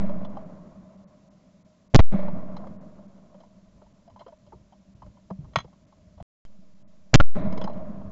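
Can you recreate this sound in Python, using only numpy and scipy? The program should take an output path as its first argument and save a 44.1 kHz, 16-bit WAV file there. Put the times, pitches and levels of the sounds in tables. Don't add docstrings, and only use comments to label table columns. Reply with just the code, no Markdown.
import sys
import numpy as np
from scipy import signal
from scipy.io import wavfile
from scipy.ndimage import uniform_filter1d

SR = 44100
rng = np.random.default_rng(int(sys.argv[2]) if len(sys.argv) > 2 else 0)


def master_out(mix):
    frames = np.transpose(np.atleast_2d(mix))
    ceiling = np.clip(frames, -1, 1)
    pcm = np.round(ceiling * 32767).astype(np.int16)
    wavfile.write(sys.argv[1], SR, pcm)


def to_linear_factor(level_db):
    exponent = np.asarray(level_db, float) / 20
    return 10 ** exponent


N = 357651
GAP_START_S, GAP_END_S = 6.2265, 6.4512
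LIMIT = .52


def band(x, low_hz, high_hz, order=2):
    edges = [low_hz, min(high_hz, 9000)]
    return signal.sosfilt(signal.butter(order, edges, "band", fs=SR, output="sos"), x)


def rms_one(x):
    return x / np.sqrt(np.mean(x ** 2) + 1e-20)


def ring(x, hz, t60):
    r = to_linear_factor(-60 / (t60 * SR))
    w = 2 * np.pi * hz / SR
    return signal.lfilter([0, np.sin(w)], [1, -2 * r * np.cos(w), r * r], x)


def add(out, s, x):
    i = round(s * SR)
    out[i:i + len(x)] += x[:N - i]


def flicker(hz):
    slow = signal.butter(2, hz, fs=SR, output="sos")
    noise = rng.standard_normal(N + SR)
    return rms_one(signal.sosfilt(slow, noise)[SR:])


# start in seconds,
# peak level in dB, pitch in Hz, time to fall 60 dB in seconds.
SOFT_BUMPS = [(0.004, -22.5, 191, 0.076), (0.07, -30.5, 192, 0.1), (0.125, -39, 188, 0.1),
              (2.14, -20.5, 194.5, 0.16), (2.152, -25, 197, 0.064), (2.193, -36, 204, 0.054),
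              (2.245, -28.5, 193, 0.11), (2.329, -25.5, 195, 0.1), (4.584, -51, 76, 0.052),
              (4.945, -43, 103, 0.058), (5.074, -48, 90, 0.061), (5.31, -28.5, 190, 0.17),
              (5.387, -29, 145.3, 0.086), (5.425, -46.5, 155, 0.15), (5.567, -19.5, 147, 0.051),
              (5.647, -39.5, 148, 0.072), (6.165, -45.5, 81, 0.12), (6.208, -32, 155, 0.035),
              (6.217, -32.5, 71.5, 0.08), (6.587, -45, 191, 0.15), (7.376, -26, 175, 0.15),
              (7.387, -37, 202, 0.081), (7.468, -20.5, 181, 0.084)]


def bumps():
    out = np.zeros(N)
    push = np.r_[np.hanning(90) / 45, np.zeros(9000)]
    for s, db, hz, t60 in SOFT_BUMPS:
        thump = ring(push, hz, t60)
        add(out, s, to_linear_factor(db + 3) * band(thump, .4 * hz, 1.6 * hz))
    return out


# pitch in Hz, width in Hz, level in dB.
HOUSING_RINGS = [
    (194.1, 19, -6),
    (618, 49, 7),
    (1024, 120, -4),
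]
# time of the shot in seconds, strength in dB.
ECHO_TAILS = [
    (-.25, 1),
    (1.946, 1.5),
    (7.137, 5.5),
]
# near trunks in dB, their time to fall 60 dB in seconds,
# far trunks in dB, their time to fall 60 dB in seconds, still air in dB.
WOOD_LAYERS = [
    (-23.5, 1, -29.5, 3.01, -59.5),
    (-36, 2.59, -45.5, 4.4, -69),
    (-39.5, 0.89, -52, 0.91, -86),
    (-47.5, 0.71, -54.5, 0.95, -95),
]


def air():
    t = np.arange(N) / SR
    echoes = rng.standard_normal((3, N)) * to_linear_factor(0.61 * flicker(16))
    rings = []
    for k, (hz, width, db) in enumerate(HOUSING_RINGS):
        rings.append(to_linear_factor(db) * rms_one(ring(echoes[k % 2], hz, 2.2 / width)))
    low = rings[0] + 0.15 * rms_one(band(echoes[2], 170, 330))
    upper = rings[1] + rings[2] + .5 * rms_one(band(echoes[2], 310, 1300, order=3))
    mid = band(echoes[1], 1150, 2300, order=5)
    bright = band(echoes[2], 2300, 4100, order=5) + .3 * band(echoes[0], 4100, 6500)
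    out = 0
    for colour, row in zip([low, upper, mid, bright], WOOD_LAYERS):
        near_db, near_t60, far_db, far_t60, still_db = row
        power = to_linear_factor(2 * still_db)
        for s, db in ECHO_TAILS:
            age = np.maximum(t - s, 0)
            near = to_linear_factor(2 * (near_db - 60 * age / near_t60))
            far = to_linear_factor(2 * (far_db - 60 * age / far_t60))
            end = GAP_START_S if s < GAP_START_S else np.inf
            power = power + (t > s + .07) * (t < end) * to_linear_factor(2 * db) * (near + far)
        lumps = to_linear_factor(1.2 * flicker(14))
        out = out + np.sqrt(power) * rms_one(colour * lumps)
    return out


# time in seconds, level in dB.
HAND_EFFORT = [(0.4, -64), (1.2, -101), (1.75, -67), (2.8, -67.5), (3.4, -65.5), (3.8, -53.5), (4.3, -62),
               (4.6, -51), (4.78, -69), (5.08, -48.5), (5.24, -64), (5.4, -42.5), (5.7, -50), (5.8, -63),
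               (6.15, -55), (6.6, -65), (7.0, -62), (8.11, -43.5)]


def effort():
    t = np.arange(N) / SR
    sway_db, sway_t60_s = -44, 0.53
    power = to_linear_factor(2 * np.interp(t, *np.transpose(HAND_EFFORT)))
    for s, db in ECHO_TAILS:
        age = np.maximum(t - s, 0)
        power = power + (t > s) * to_linear_factor(2 * (sway_db + db - 60 * age / sway_t60_s))
    return 10 * np.log10(power)


def hands():
    rumble_db = effort()
    scuff_db = -52 + 0.4 * rumble_db
    rumble = band(rng.standard_normal(N), 30, 130) * to_linear_factor(4 * flicker(10))
    slips_per_s = 250 * to_linear_factor(6 * flicker(15))
    slips = (rng.random(N) < slips_per_s / SR) * rng.standard_normal(N)
    scuff = ring(slips, 600, 0.18) + ring(slips, 960, 0.015)
    scuff += 4 * band(slips, 450, 1800) + 0.39 * band(slips, 1400, 4200)
    return to_linear_factor(rumble_db - 3.5) * rms_one(rumble) + to_linear_factor(scuff_db) * rms_one(scuff)


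# start in seconds, peak level in dB.
TRUNK_ECHOES = [
    (0.092, -32.5),
    (2.133, -22),
    (2.19, -25.5),
    (2.228, -28),
    (2.281, -29.5),
    (7.38, -48),
]
# start
# in seconds, peak level in dB, body pitch in Hz, steel level in dB.
LOOSE_RATTLES = [(0.247, -41.5, 970, -48), (0.348, -43, 680, -79), (0.368, -32, 825, -56.5),
                 (2.566, -37, 1070, -45.5), (2.638, -38, 745, -75), (2.669, -35, 605, -55),
                 (6.45, -77, 378, -56), (7.524, -30, 576, -44.5), (7.575, -29.5, 506, -41),
                 (7.613, -24.5, 600, -41), (7.639, -28, 606, -40), (7.673, -27, 933, -52.5),
                 (7.696, -30, 605, -57), (7.731, -55, 634, -57), (7.772, -51, 620, -60),
                 (8.015, -41, 590, -65.5)]
# start in seconds, peak level in dB, body pitch in Hz, steel level in dB.
GRIP_SHIFTS = [(1.029, -64, 696, -75), (2.987, -47, 604, -89), (3.342, -44, 595, -67),
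               (3.402, -47.5, 650, -61), (3.433, -52, 980, -65.5), (3.816, -45, 596, -70),
               (3.86, -58.5, 910, -71), (4.076, -46, 666, -66.5), (4.098, -54, 1000, -68),
               (4.159, -44.5, 1020, -67), (4.192, -48, 730, -54), (4.205, -38.5, 636, -59),
               (4.212, -47, 990, -62), (4.263, -38, 533, -61), (4.279, -44, 673, -60),
               (4.321, -43, 620, -70), (4.464, -50.5, 603, -66), (4.521, -45, 933, -78),
               (4.529, -44, 392, -80)]
# start in seconds, peak level in dB, body pitch in Hz.
RELOAD_TAPS = [(4.723, -50.5, 880), (5.02, -42.5, 1010), (5.061, -49, 600), (5.168, -56, 964),
               (5.302, -29.5, 625), (5.444, -55, 1080), (5.643, -40.5, 470), (5.675, -55, 760),
               (5.727, -55.5, 1056), (5.923, -54.5, 1070), (6.177, -50.5, 640), (6.2, -37, 680)]
# time for the body to fall 60 dB in seconds, scrape length in seconds.
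KNOCK_KINDS = [
    (0.11, 0.0034),
    (0.018, 0.0045),
    (0.045, 0.0058),
    (0.021, 0.0054),
]


def knock_rows():
    echo, rattle, grip, tap = KNOCK_KINDS
    rows = [(s, db, 587, -58.5, *echo) for s, db in TRUNK_ECHOES]
    rows += [(*row, *rattle) for row in LOOSE_RATTLES]
    rows += [(*row, *grip) for row in GRIP_SHIFTS]
    rows += [(s, db, hz, -44 + .45 * db, *tap) for s, db, hz in RELOAD_TAPS]
    return rows


# pitch in Hz, level in dB, time to fall 60 dB in seconds.
STEEL_MODES = [(1600, -5, .012), (2220, -2, .018), (3150, 0, .026), (3360, -5, .018), (4050, -2, .018),
               (5000, -4, .012), (6360, -9, .015), (7200, -10, .012)]


def knocks():
    out, t = np.zeros(N), np.arange(6000) / SR
    for s, db, hz, steel_db, t60, length in knock_rows():
        age = t / length
        scrape = rng.standard_normal(len(t)) * np.sqrt(age) * np.exp(-age)
        body = ring(scrape, hz, t60)
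        rustle = band(scrape, 483, 1010, order=3)
        body = band(body / abs(body).max() + 0.51 * rustle / abs(rustle).max(), 250, 1600)
        steel = 0
        for mode_hz, mode_db, mode_t60 in STEEL_MODES:
            strength = to_linear_factor(mode_db + 5 * rng.standard_normal())
            steel = steel + strength * ring(scrape, mode_hz, mode_t60)
        snap = band(scrape, 1400, 5000, order=3)
        steel = .85 * steel / abs(steel).max() + 0.33 * snap / abs(snap).max()
        add(out, s, to_linear_factor(db + 1.5) * body + to_linear_factor(steel_db + 3.0) * steel)
    return out


# time of the blast front in seconds, seconds the lock-work knock runs ahead through
# the steel, barrel ring in Hz, seconds until that ring starts, gas roar in diaphragm limits.
GUN_SHOTS = [
    (1.9462, .0068, 146, .0034, 3.5),
    (7.1410, .0068, 142, .0031, 6.5),
]


def blasts():
    out, t = np.zeros(N), np.arange(4000) / SR
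    strike = (t == 0) * 1.0
    for s, ahead, hz, delay, roar in GUN_SHOTS:
        knock = .4 * ring(strike, 105, .04) + .17 * ring(strike, 600, .08)
        growth = np.clip(t / ahead, 0, 1) ** 3
        rattle = band(rng.standard_normal(len(t)), 900, 3500) * 0.25 * growth
        add(out, s - ahead, (knock + rattle) * (t < ahead))
        add(out, s, -4 * (t < .00075))
        add(out, s + delay, 26 * np.sin(2 * np.pi * hz * t) * np.exp(-t / .0077))
        gas = band(rng.standard_normal(len(t)), 700, 4500)
        add(out, s, gas * 1.6 * roar * np.exp(-t / .009))
    return out


# seconds after the blast front, deflection in limits.
GAS_PUSH = [
    (.0008, 0),
    (.001, 7),
    (.006, 3),
    (.0165, 3),
    (.0195, 6),
]
# seconds the slam takes to free the diaphragm, dip in limits,
# rebound in limits, time it leaves the lower limit in seconds, settling time in seconds.
SHOT_RECOILS = [
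    (.0045, -.45, 1.5, 2.122, .034),
    (.0015, -.05, .3, 7.361, .088),
]


def swing():
    t = np.arange(N) / SR
    out = -.25 * np.exp(-t / .07)
    resumed = (t > GAP_END_S) * (t < GUN_SHOTS[-1][0])
    out += resumed * (.028 + .075 * (t - GAP_END_S))
    deepest, free_at = -3, -1.06
    for shot, slam_row, recoil in zip(GUN_SHOTS, ACTION_SLAMS, SHOT_RECOILS):
        front, slam, length = shot[0], slam_row[0], slam_row[1]
        fall, dip, rebound, free, settle = recoil
        back, end = slam + .46 * length, slam + length + .001
        path = [(front + s, d) for s, d in GAS_PUSH]
        path += [(slam - .0005, 1.4), (slam + fall, dip), (back, dip)]
        path += [(back + .0005, rebound), (slam + .79 * length, rebound)]
        path += [(end, deepest / 2), (end + .026, deepest), (free, free_at)]
        settling = (1 + np.maximum(t - free, 0) / settle) ** -1.2
        out += np.interp(t, *np.transpose(path)) * settling
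    return out


# start in seconds, length in seconds, level in dB, ring in Hz.
ACTION_SLAMS = [
    (1.9905, .0145, -10.5, 950),
    (7.1995, .012, -12.5, 1370),
]


def slams():
    out, t = np.zeros(N), np.arange(3000) / SR
    for s, length, db, hz in ACTION_SLAMS:
        clatter = rng.standard_normal(len(t)) * np.exp(-(t / length) ** 4)
        tone = ring(clatter, hz, 0.038)
        sound = .8 * tone / abs(tone).max()
        sound += 2.3 * band(clatter, 250, 1500) + .45 * band(clatter, 1500, 3500)
        add(out, s, to_linear_factor(db) * band(sound, 100, 3000))
    return out


# start in seconds, level in dB, length in seconds, extra steel in dB.
CLOSING_CLACKS = [
    (5.534, -46.5, 0.0026, -0.5),
    (5.5575, -8, .004, -5),
    (5.585, -22, .0025, 3.5),
    (5.602, -32.5, 0.0036, 2.5),
]
# pitch in Hz, level in dB, time to fall 60 dB in seconds.
BREECH_MODES = [(684, -3, .022), (980, -1, .028), (1100, 0, .03), (1320, -5, .03), (1890, -13, .05),
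                (2240, -9, .03), (3144, -15, .06), (3360, -13, .065), (4040, -15, .055), (4970, -16, .015),
                (6363, -20, .06)]


def clacks():
    out, t = np.zeros(N), np.arange(6000) / SR
    for s, db, length, boost_db in CLOSING_CLACKS:
        blow = rng.standard_normal(len(t)) * np.exp(-t / length) * np.clip(t / 0.0013, 0, 1)
        drive = .4 * blow + 12 * (t == 0)
        modes = 0
        for hz, mode_db, t60 in BREECH_MODES:
            modes = modes + to_linear_factor(mode_db + boost_db * (hz > 3000)) * ring(drive, hz, t60)
        modes *= np.clip(t / 0.0018, 0, 1)
        loose = blow + .3 * rng.standard_normal(len(t)) * np.exp(-t / .014)
        crack = 0.92 * band(loose, 550, 2500)
        crack += 0.047 * to_linear_factor(boost_db) * band(blow + .5 * loose, 2500, 6000)
        add(out, s, to_linear_factor(db) * (.9 * modes / abs(modes).max() + crack))
    return out


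def scene():
    sounds = bumps() + air() + hands() + knocks() + slams() + clacks()
    muffled = signal.sosfilt(signal.butter(6, 7000, fs=SR, output="sos"), sounds)
    return (LIMIT * (swing() + blasts()) + muffled)[None]


def band_limit(x):
    return signal.sosfilt(signal.butter(12, 8380, fs=SR, output="sos"), x)


def record(dry):
    pinned = np.clip(dry, -LIMIT, LIMIT)
    sag_s, start, top = .112, .105, .5
    r = np.exp(-1 / (sag_s * SR))
    sagging = signal.lfilter([1, -1], [1, -r], pinned, zi=start - pinned[:, :1])[0]
    x = np.clip(sagging, -top, top)
    dropouts = uniform_filter1d((flicker(14) < -1.8) * .97, size=200)
    x = x + to_linear_factor(-76.5 + 6.5) * rng.standard_normal(N) * (1 - dropouts)
    x = signal.sosfiltfilt(signal.cheby2(8, 24, 8150, fs=SR, output="sos"), x)
    t = np.arange(N) / SR
    x = x * ((t < GAP_START_S) | (t > GAP_END_S))
    return band_limit(x)


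dry = scene()
out = record(dry)
master_out(out)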